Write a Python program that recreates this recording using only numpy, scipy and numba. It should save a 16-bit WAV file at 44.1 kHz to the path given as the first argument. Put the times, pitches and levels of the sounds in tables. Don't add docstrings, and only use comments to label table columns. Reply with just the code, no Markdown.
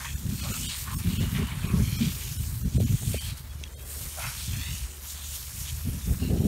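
import sys
import numpy as np
from scipy import signal
from scipy.fft import rfft, irfft, dct, next_fast_len
from scipy.io import wavfile
from scipy.ndimage import uniform_filter1d
from numba import njit

SR = 44100
rng = np.random.default_rng(int(sys.argv[2]) if len(sys.argv) > 2 else 0)


def master_out(mix):
    frames = np.transpose(np.atleast_2d(mix))
    ceiling = np.clip(frames, -1, 1)
    pcm = np.round(ceiling * 32767).astype(np.int16)
    wavfile.write(sys.argv[1], SR, pcm)


def gain_from_db(level_db):
    decades = np.asarray(level_db, float) / 20
    return 10 ** decades


N = 285313


def rms_one(x):
    return x / np.sqrt(np.mean(x ** 2) + 1e-20)


def in_time(rows):
    s, *columns = np.transpose(rows)
    return [np.interp(np.arange(N) / SR, s, c) for c in columns]


def per_sample(slow):
    return np.interp(np.arange(N) / 64, np.arange(len(slow)), slow)


def band(x, low_hz, high_hz, order=2):
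    return signal.sosfilt(signal.butter(order, [low_hz, min(high_hz, .45 * SR)], "band", fs=SR, output="sos"), x)


def colour(x, points):
    hz, db = np.transpose(points)
    grid = np.fft.rfftfreq(N, 1 / SR) + 1
    return irfft(rfft(x) * gain_from_db(np.interp(np.log(grid), np.log(hz), db)), N)


def drift(rate):
    r = np.exp(-80 * np.pi * rate / SR)
    slow = signal.lfilter([1], [1, -2 * r, r * r], rng.standard_normal(N // 40 + 2002))[2000:]
    return np.interp(np.arange(N) / 40, np.arange(len(slow)), rms_one(slow))


def swell(start, end):
    at, size = round(max(start, 0) * SR), round((end - start) * SR)
    return at, np.sqrt(np.sin(np.pi * (np.arange(size) + .5) / size))


def humps(middles, lengths, flat):
    t = np.arange(0, N + 64, 64) / SR - middles[:, None]
    return np.exp(-np.abs(2 * t / lengths[:, None]) ** flat)


def heap(base_db, shapes, peaks_db):
    bursts = per_sample(gain_from_db(peaks_db) ** 2 @ shapes ** 2)
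    return 10 * np.log10(gain_from_db(base_db) ** 2 + bursts)


def steady(x, over_s):
    return x / np.sqrt(uniform_filter1d(x ** 2, size=round(over_s * SR)) + 1e-12)


def droplets(per_s, spread_db):
    sizes = gain_from_db(spread_db * np.minimum(rng.exponential(1, N), 4)) * rng.standard_normal(N)
    return rms_one(sizes * (rng.random(N) < per_s / SR))


@njit
def cavity(x, hz, r, sr):
    y = np.zeros(len(x))
    for i in range(2, len(x)):
        y[i] = x[i] - x[i - 2] + 2 * r * np.cos(2 * np.pi * hz[i] / sr) * y[i - 1] - r * r * y[i - 2]
    return y


def ring(drops, first_hz, last_hz, r):
    glide = np.linspace(first_hz, last_hz, len(drops))
    once = cavity(drops, glide, r, SR)
    return rms_one(cavity(once, glide, r, SR))


# time in seconds, spray level in dB, depth of the body in the jet in dB.
JET_ON_DOG = [(0, -47.5, -1), (.24, -48.5, -7.5), (.36, -42.5, -5), (.62, -39, -8), (.88, -43.5, -17.5),
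              (1.0, -43, -18), (1.64, -48.5, -14.5), (2.11, -40.5, -4), (2.5, -42.5, -13.5),
              (2.69, -49.5, -7), (3.1, -40, -10), (3.3, -45, -2.5), (3.35, -55, -4), (3.77, -55, -2.5),
              (3.91, -42, -10), (4.74, -43.5, -1.5), (4.88, -50.5, -3.5), (5.3, -42.5, -8.5),
              (6.47, -46, -9)]
# middle in seconds, length in seconds, change in dB.
SURGES = [(0.6, 0.086, -0.5), (0.666, 0.071, 0), (0.812, 0.073, 3.5), (0.964, 0.071, 8), (1.26, 0.055, 0),
          (2.796, 0.096, 3.5), (3.083, 0.036, 0.5), (3.384, 0.046, 6.5), (3.843, 0.013, -5),
          (4.218, 0.068, 2.5), (5, 0.042, -2.5), (5.1, 0.095, 5.5), (5.352, 0.038, 3.5), (5.608, 0.061, 3),
          (5.853, 0.13, -1.5), (6.134, .1, 0), (6.314, 0.25, -2.5)]
# middle in seconds, length in seconds, slap level in dB,
# muzzle over slap in dB.
SPLASHES = [(0.005, 0.12, -55, 12.5), (0.432, 0.075, -41.5, -9.5), (0.52, 0.12, -46.5, -2.5),
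            (0.704, 0.18, -40, -10), (0.932, 0.49, -47.5, -4), (1.103, 0.24, -45, -9.5),
            (1.221, 0.17, -42.5, -7), (1.374, 0.08, -46, 0.5), (1.484, 0.4, -49, 3.5),
            (1.708, 0.98, -50.5, -2.5), (2.04, 0.12, -44.5, -5.5), (2.23, 0.16, -44.5, -22),
            (2.867, 0.29, -48, -31), (3.17, 0.096, -42.5, -15), (3.286, 0.069, -42, -17),
            (3.398, 0.015, -51, -17), (4.27, 0.12, -45.5, 3.5), (4.405, 0.076, -46, -8), (4.61, .2, -57, 0),
            (5.057, 0.039, -52, -5), (5.19, 0.14, -53, -10), (5.683, 0.071, -43.5, -12),
            (6.265, 0.42, -53, -4)]


def jet_levels():
    spray_db, depth_db = in_time(JET_ON_DOG)
    s, length, change_db = np.transpose(SURGES)
    spray_db = spray_db + per_sample(change_db @ humps(s, length, flat=2.5))
    s, length, db, muzzle_over_db = np.transpose(SPLASHES)
    shapes = humps(s, length, flat=1.16)
    coat_db = heap(spray_db + 0.5 + 0.35 * depth_db, shapes, db - 6)
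    slap_db = heap(spray_db + depth_db, shapes, db)
    low_db = -57 + 0.32 * (spray_db + depth_db + 53.5)
    muzzle_db = heap(low_db, shapes, db + muzzle_over_db)
    return spray_db, coat_db, slap_db, muzzle_db


def patches(x, patchy_db):
    edges = 1500 * 2 ** np.arange(0, 3.7, 1 / 3)
    out = np.zeros(N)
    for k, (low, high) in enumerate(zip(edges, edges[1:])):
        out += (-1) ** k * band(x, low, high) * gain_from_db(patchy_db * drift(4.0))
    return out


# time in seconds, lag in milliseconds, strength from 0 to 1.
ECHO = [(0, 1.1, 0.16), (.65, 1.22, 0.01), (.95, 0.87, 0.15), (1.2, 0.71, 0.07), (1.75, 0.89, 0.06),
        (2.2, 0.82, 0.3), (2.35, 1.3, 0.18), (2.8, 1.15, 0), (3.2, 1.05, 0.1), (3.6, 1.7, 0.5),
        (4.1, 1.3, .25), (4.4, 1.22, .3), (4.55, 1.15, .6), (4.72, 1.06, .65), (4.85, 1.0, .1),
        (5.9, 0.82, 0), (6.2, 0.72, 0.2), (6.47, 0.69, 0.3)]


def lawn_echo(x):
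    lag_ms, strength = in_time(ECHO)
    strength = np.clip(strength * (1 + 0.61 * drift(6.5)), 0, 1)
    late = np.interp(np.arange(N) - lag_ms * SR / 1000, np.arange(N), x)
    dull = signal.sosfilt(signal.butter(1, 6000, fs=SR, output="sos"), late)
    return (x + strength * dull) / np.sqrt(1 + strength ** 2)


# frequency in Hz, density in dB per Hz.
JET_TONE = [(880, -35), (1500, 18), (2010, 5.5), (3120, 6.5), (4470, 3.5), (4880, -1.5), (6930, 3),
            (7640, -3), (8580, 1), (10200, 0), (11900, 3), (15400, -2)]


def spray():
    mist_db, coat_db, slap_db, _ = jet_levels()
    stream = droplets(22000, 1.6)
    drops = patches(colour(stream, JET_TONE[1:]), patchy_db=2.0)
    sputter = 0.07 * drift(24) + 2.0 * drift(110)
    mist = rms_one(band(drops, 7980, 20000, order=4)) * gain_from_db(mist_db + 0.3 * sputter)
    coat = rms_one(band(drops, 4933, 8300, order=4)) * gain_from_db(coat_db + 0.57 * sputter + .5 * drift(27))
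    slap = rms_one(band(drops, 2170, 4780, order=4)) * gain_from_db(slap_db + 0.14 * sputter + 1.6 * drift(43))
    return mist + lawn_echo(coat + slap)


def muzzle():
    level_db = jet_levels()[3]
    dull_db = -66 + 0.72 * (level_db + 48.0)
    flat = rms_one(band(droplets(9000, 2.4), 862, 2140, order=3))
    dull = rms_one(band(droplets(9000, 1.8), 495, 690, order=3))
    return (gain_from_db(level_db) * flat + gain_from_db(dull_db) * dull) * gain_from_db(1.58 * drift(28))


# start in seconds, end in seconds, first pitch in Hz, last pitch in Hz, level in dB.
HOLLOWS = [(0, 0.084, 1050, 1040, -47), (0, 0.12, 1710, 1870, -50), (0.03, 0.142, 2460, 2600, -47.5),
           (0.41, 0.533, 633, 589, -48.5), (0.43, 0.52, 1150, 1250, -47), (0.51, 0.578, 1400, 1290, -45),
           (0.63, 0.737, 2980, 3340, -45), (0.63, 0.777, 3520, 3940, -48), (0.63, 0.73, 4540, 4600, -48),
           (0.64, 0.72, 2210, 2260, -56), (0.404, 0.52, 2440, 2500, -56), (0.027, 0.14, 3200, 3330, -48),
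           (0.864, 0.935, 1800, 1690, -51), (1.485, 1.545, 2270, 2170, -46), (1.62, 1.742, 2520, 2450, -48),
           (3.136, 3.3, 1710, 1680, -60), (0.849, 0.983, 1170, 995, -43.5), (1.082, 1.338, 2710, 2980, -48),
           (1.34, 1.546, 1050, 970, -49), (1.333, 1.43, 2490, 2140, -43), (1.35, 1.562, 2800, 3030, -49),
           (1.617, 1.837, 1070, 1050, -48.5), (1.782, 2.11, 2270, 2500, -47),
           (1.822, 2.1, 3140, 3160, -46.5), (1.83, 2.02, 4300, 4140, -48), (3.137, 3.32, 3000, 3270, -47),
           (4.163, 4.236, 660, 700, -46), (4.213, 4.28, 880, 935, -44), (4.182, 4.31, 1290, 1480, -42.5),
           (4.198, 4.28, 2380, 2670, -42.5), (4.22, 4.29, 2160, 1950, -45),
           (4.515, 4.732, 1630, 2140, -49.5), (4.5, 4.74, 2500, 2770, -50), (4.4, 4.58, 3530, 3400, -52),
           (4.562, 4.736, 3330, 3940, -46.5), (4.57, 4.75, 4300, 4950, -60),
           (5.966, 6.114, 3900, 3450, -56), (6.186, 6.327, 2730, 2850, -50.5),
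           (6.188, 6.328, 4050, 4050, -55)]


def hollows():
    out, drops, throb = np.zeros(N), droplets(6000, 2.5), gain_from_db(1.3 * drift(50))
    for start, end, first_hz, last_hz, db in HOLLOWS:
        width_hz = 190 + 0.012 * first_hz
        at, shape = swell(start, end)
        here = slice(at, at + len(shape))
        r = np.exp(-1.4 * np.pi * width_hz / SR)
        out[here] += gain_from_db(db) * shape * throb[here] * ring(drops[here], first_hz, last_hz, r)
    return out


# start in seconds, end in seconds, first pitch in Hz,
# last pitch in Hz, level in dB.
GUSHES = [(0, .12, 1700, 1900, -45), (0.438, .58, 1000, 1290, -51.5), (0.628, .74, 3240, 3450, -45),
          (.855, 0.963, 1430, 1200, -51), (1.338, 1.42, 2900, 2680, -42), (1.343, 1.43, 1910, 1800, -42),
          (1.34, 1.553, 1200, 1200, -55), (1.643, 1.817, 1410, 1200, -53), (2.0, 2.094, 2800, 2560, -48),
          (4.173, 4.297, 895, 1300, -52), (4.197, 4.308, 2180, 2500, -48), (4.37, 4.43, 3900, 3700, -46),
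          (4.542, 4.57, 2200, 2200, -48)]


def gushes():
    width_hz, rise_s = 900, .008
    out, drops = np.zeros(N), droplets(3500, 3.0)
    r = np.exp(-np.pi * width_hz / SR)
    for start, end, first_hz, last_hz, db in GUSHES:
        at, size = round(max(start, 0) * SR), round((end - start) * SR)
        step = np.arange(size)
        drain = np.sqrt(np.cos(np.pi / 2 * step / size))
        shape = np.minimum(step / (rise_s * SR), 1) * drain
        out[at:at + size] += gain_from_db(db) * shape * ring(drops[at:at + size], first_hz, last_hz, r)
    return out


# time in seconds, peak in dB.
SNAPS = [(2.057, -22), (2.816, -40), (3.072, -36), (3.6375, -18), (3.6535, -33), (3.676, -35), (3.739, -45),
         (4.706, -25), (4.5328, -22), (4.553, -37), (5.3507, -32), (6.135, -34.5)]


def snaps():
    out, t = np.zeros(N), np.arange(400) / SR
    for s, peak_db in SNAPS:
        at = round(s * SR)
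        burst = rng.standard_normal(400) * np.exp(-t / .0022)
        crack = band(burst, 2400, 3800) + .55 * band(burst, 4200, 6500) + .25 * band(burst, 6800, 9000)
        out[at:at + 400] += gain_from_db(peak_db - 5.5) * crack / np.abs(crack).max()
    return out


# time in seconds, level in dB, bite (how hard it flaps) in dB.
BREEZE = [(0, -43.5, -9), (.35, -47.5, 5), (.77, -48, -13), (.95, -32.5, -7), (1.5, -38.5, -14.5),
          (2.0, -31, -5.5), (2.2, -39.5, -13.5), (2.55, -32.5, -14), (3.0, -53, -5), (3.25, -64, 3),
          (3.45, -45, -13), (3.92, -50.5, -12), (4.4, -47, -7.5), (4.65, -39.5, -18), (4.95, -56, -4),
          (5.3, -50, -9), (5.75, -39, -18), (6.47, -41.5, 8)]
# middle in seconds, length in seconds, strength in dB, bite in dB.
GUSTS = [(0.125, 0.11, -35, -17), (0.894, 0.16, -51, -2), (4.037, 0.11, -42.5, -9),
         (5.585, 0.11, -45, -8.5), (0.297, 0.12, -30, -3.5), (0.472, 0.13, -33, -5.5),
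         (0.625, 0.16, -39.5, -1), (1.097, 0.1, -30, 3.5), (1.227, 0.12, -27, -3), (1.388, 0.15, -30, -0.5),
         (1.542, 0.075, -38.5, -1), (1.65, 0.093, -34, -2), (1.752, 0.1, -27.5, -1.5),
         (1.818, 0.049, -22, -4), (1.892, 0.042, -31, -6), (2.045, 0.096, -32.5, 8.5),
         (2.376, 0.17, -33, -14), (2.656, 0.062, -30, 1), (2.8, 0.13, -22, -7), (2.924, 0.079, -23.5, -8),
         (3.057, 0.11, -32.5, -7.5), (3.125, 0.1, -29.5, -7.5), (3.285, 0.13, -33.5, -16),
         (5.952, .07, -36, -1.5), (4.263, 0.069, -36, -14), (4.51, 0.076, -32.5, -10),
         (4.584, 0.043, -28.5, -10.5), (4.711, 0.077, -33, -10.5), (4.818, 0.029, -39, -30),
         (5.875, 0.046, -23.5, -9), (6.115, 0.1, -27.5, -4.5), (6.317, 0.21, -27, -3.5),
         (6.48, 0.081, -29, 6.5)]
# middle in seconds, length in seconds, level in dB.
TEARS = [(0.28, .1, -58), (0.515, 0.027, -48.5), (1.229, 0.059, -44.5), (1.408, 0.047, -41),
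         (1.682, 0.11, -48), (1.778, 0.11, -44.5), (2.027, 0.064, -60), (2.22, 0.13, -56),
         (4.95, 0.15, -58.5), (2.66, 0.047, -54), (2.803, 0.049, -45), (2.92, 0.05, -66),
         (3.03, 0.017, -41.5), (5.882, .05, -51), (5.938, 0.044, -52), (6.108, 0.072, -46),
         (6.238, 0.04, -41), (6.332, 0.095, -35.5), (6.45, 0.11, -38)]
# middle in seconds, length in seconds, level in dB.
THUMPS = [
    (0.27, 0.026, -26),
    (1.25, 0.033, -28),
    (1.813, 0.035, -20.5),
    (2.672, 0.045, -24),
    (2.915, 0.036, -24),
    (4.832, 0.049, -26.5),
    (5.893, 0.032, -32),
    (6.085, 0.099, -25),
    (6.29, 0.027, -33),
]


def wind_levels():
    breeze_db, breeze_bite_db = in_time(BREEZE)
    s, length, db, bite_db = np.transpose(GUSTS)
    buffet_db = heap(breeze_db, humps(s, length, flat=6.5), db)
    flap_db = heap(breeze_db + breeze_bite_db, humps(s, 1.04 * length, flat=4.5), db + bite_db)
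    s, length, db = np.transpose(TEARS)
    flutter_db = heap(-56 + 0.64 * (flap_db + 32), humps(s, length, flat=6.2), db)
    s, length, db = np.transpose(THUMPS)
    deep_db = heap(-34.5 + 0.52 * (buffet_db + 32.5), humps(s, length, flat=4.9), db)
    return buffet_db, deep_db, flap_db, flutter_db


# frequency in Hz, density in dB per Hz.
WIND_TONE = [(12, -39), (20, -9), (54, 12.5), (81, 3), (183, -9.5), (236, -14), (375, -19.5), (499, -37.5),
             (780, -44.5), (900, -46), (1170, -63), (1980, -120)]


def wind():
    buffet_db, deep_db, flap_db, flutter_db = wind_levels()
    air, lumps = rms_one(colour(rng.standard_normal(N), WIND_TONE)), drift(37)
    deep = steady(band(air, 36, 78), 0.14) * gain_from_db(deep_db - 1.5 + 1.5 * lumps)
    buffet = steady(band(air, 78.8, 141.3, order=3), 0.072) * gain_from_db(buffet_db + 2.2 * lumps)
    flap = steady(band(air, 150, 255, order=3), 0.067) * gain_from_db(flap_db + 2.4 * lumps)
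    flutter = steady(band(air, 410, 850, order=3), 0.054) * gain_from_db(flutter_db + 1.5 * lumps)
    pushed = .4 * np.tanh((deep + buffet + flap) / .4)
    return pushed + flutter


# time in seconds, peak in dB.
PUFFS = [
    (2.777, -26.5),
    (2.799, -26),
    (3.029, -46),
    (3.1406, -22),
    (3.609, -42),
]


def puffs():
    out, t = np.zeros(N), np.arange(1200) / SR
    for s, peak_db in PUFFS:
        at = round(s * SR)
        burst = rng.standard_normal(1200) * t ** 2 * np.exp(-t / 0.0014)
        push = band(burst, 120, 940)
        push = band(band(push, 110, 700, order=3), 110, 700, order=3)
        out[at:at + 1200] += gain_from_db(peak_db) * push / np.abs(push).max()
    return out


def drone():
    pitch_hz = 72.5 * (1 + .012 * drift(2.5))
    waver = gain_from_db(-43 + 3 * drift(4))
    return waver * np.sqrt(2) * np.sin(2 * np.pi * np.cumsum(pitch_hz) / SR)


# middle in seconds, length in seconds, level in dB.
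PASSING = [
    (3.895, 0.53, -55),
]


def traffic():
    s, length, db = np.transpose(PASSING)
    roar = rms_one(band(rng.standard_normal(N), 255, 580))
    return per_sample(gain_from_db(db) @ humps(s, length, flat=1.8)) * roar


# start in seconds, end in seconds, pitch in Hz, level in dB.
PEEPS = [
    (3.492, 3.533, 3350, -52.5),
    (3.65, 3.678, 3330, -49),
    (3.722, 3.738, 7300, -55),
    (3.825, 3.852, 3300, -58),
]


def bird():
    out = np.zeros(N)
    for start, end, hz, db in PEEPS:
        at, shape = swell(start, end)
        whistle = np.sin(2 * np.pi * hz * np.arange(len(shape)) / SR)
        out[at:at + len(shape)] += gain_from_db(db) * shape ** 2 * whistle
    return out


def garden_floor():
    return gain_from_db(-62.5) * rms_one(band(rng.standard_normal(N), 110, 880))


def scene():
    water = spray() + muzzle() + hollows() + gushes() + snaps()
    air = wind() + puffs()
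    return (water + air + drone() + traffic() + bird() + garden_floor())[None]


# middle in seconds, lowest thinned frequency in Hz,
# share of lines kept from 0 to 1.
THINNED = [(.16, 400, .14), (.4185, 450, .13), (.5272, 600, .22), (.6765, 600, .18), (.958, 400, .05),
           (.972, 400, .06), (1.1885, 600, .14), (1.679, 1500, .2), (1.978, 600, .13), (2.383, 600, .12),
           (2.639, 600, .14), (2.787, 700, .05), (2.852, 600, .14), (3.194, 350, .1), (3.75, 800, .1),
           (3.7675, 800, .1)]


def thin_to_lines(x):
    out, size = x.copy(), round(2048 / 48000 * SR)
    fade = np.sin(np.pi * (np.arange(size) + .5) / size)
    for s, low_hz, share in THINNED:
        at = round(s * SR) - size // 2
        lines = dct(x[0, at:at + size] * fade, norm="ortho")
        around = uniform_filter1d(lines ** 2, size=141) + 1e-20
        standing = uniform_filter1d(lines ** 2, size=11) / around
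        thinned = np.arange(size) * SR / 2 / size > low_hz
        weak = standing < np.quantile(standing, 1 - share)
        change = np.where(weak, -.93, .4) * thinned
        out[0, at:at + size] += fade * dct(lines * change, type=3, norm="ortho")
    return out


def band_limit(x):
    return signal.sosfilt(signal.butter(12, 16630, fs=SR, output="sos"), x)


def record(dry):
    thin = signal.sosfilt(signal.butter(3, 42, "high", fs=SR, output="sos"), dry)
    size = next_fast_len(N + 4096)
    hz = np.fft.rfftfreq(size, 1 / SR)
    cut = irfft(rfft(thin, size) * (hz < 15740), size)[:, :N]
    return band_limit(thin_to_lines(cut))


dry = scene()
out = record(dry)
master_out(out)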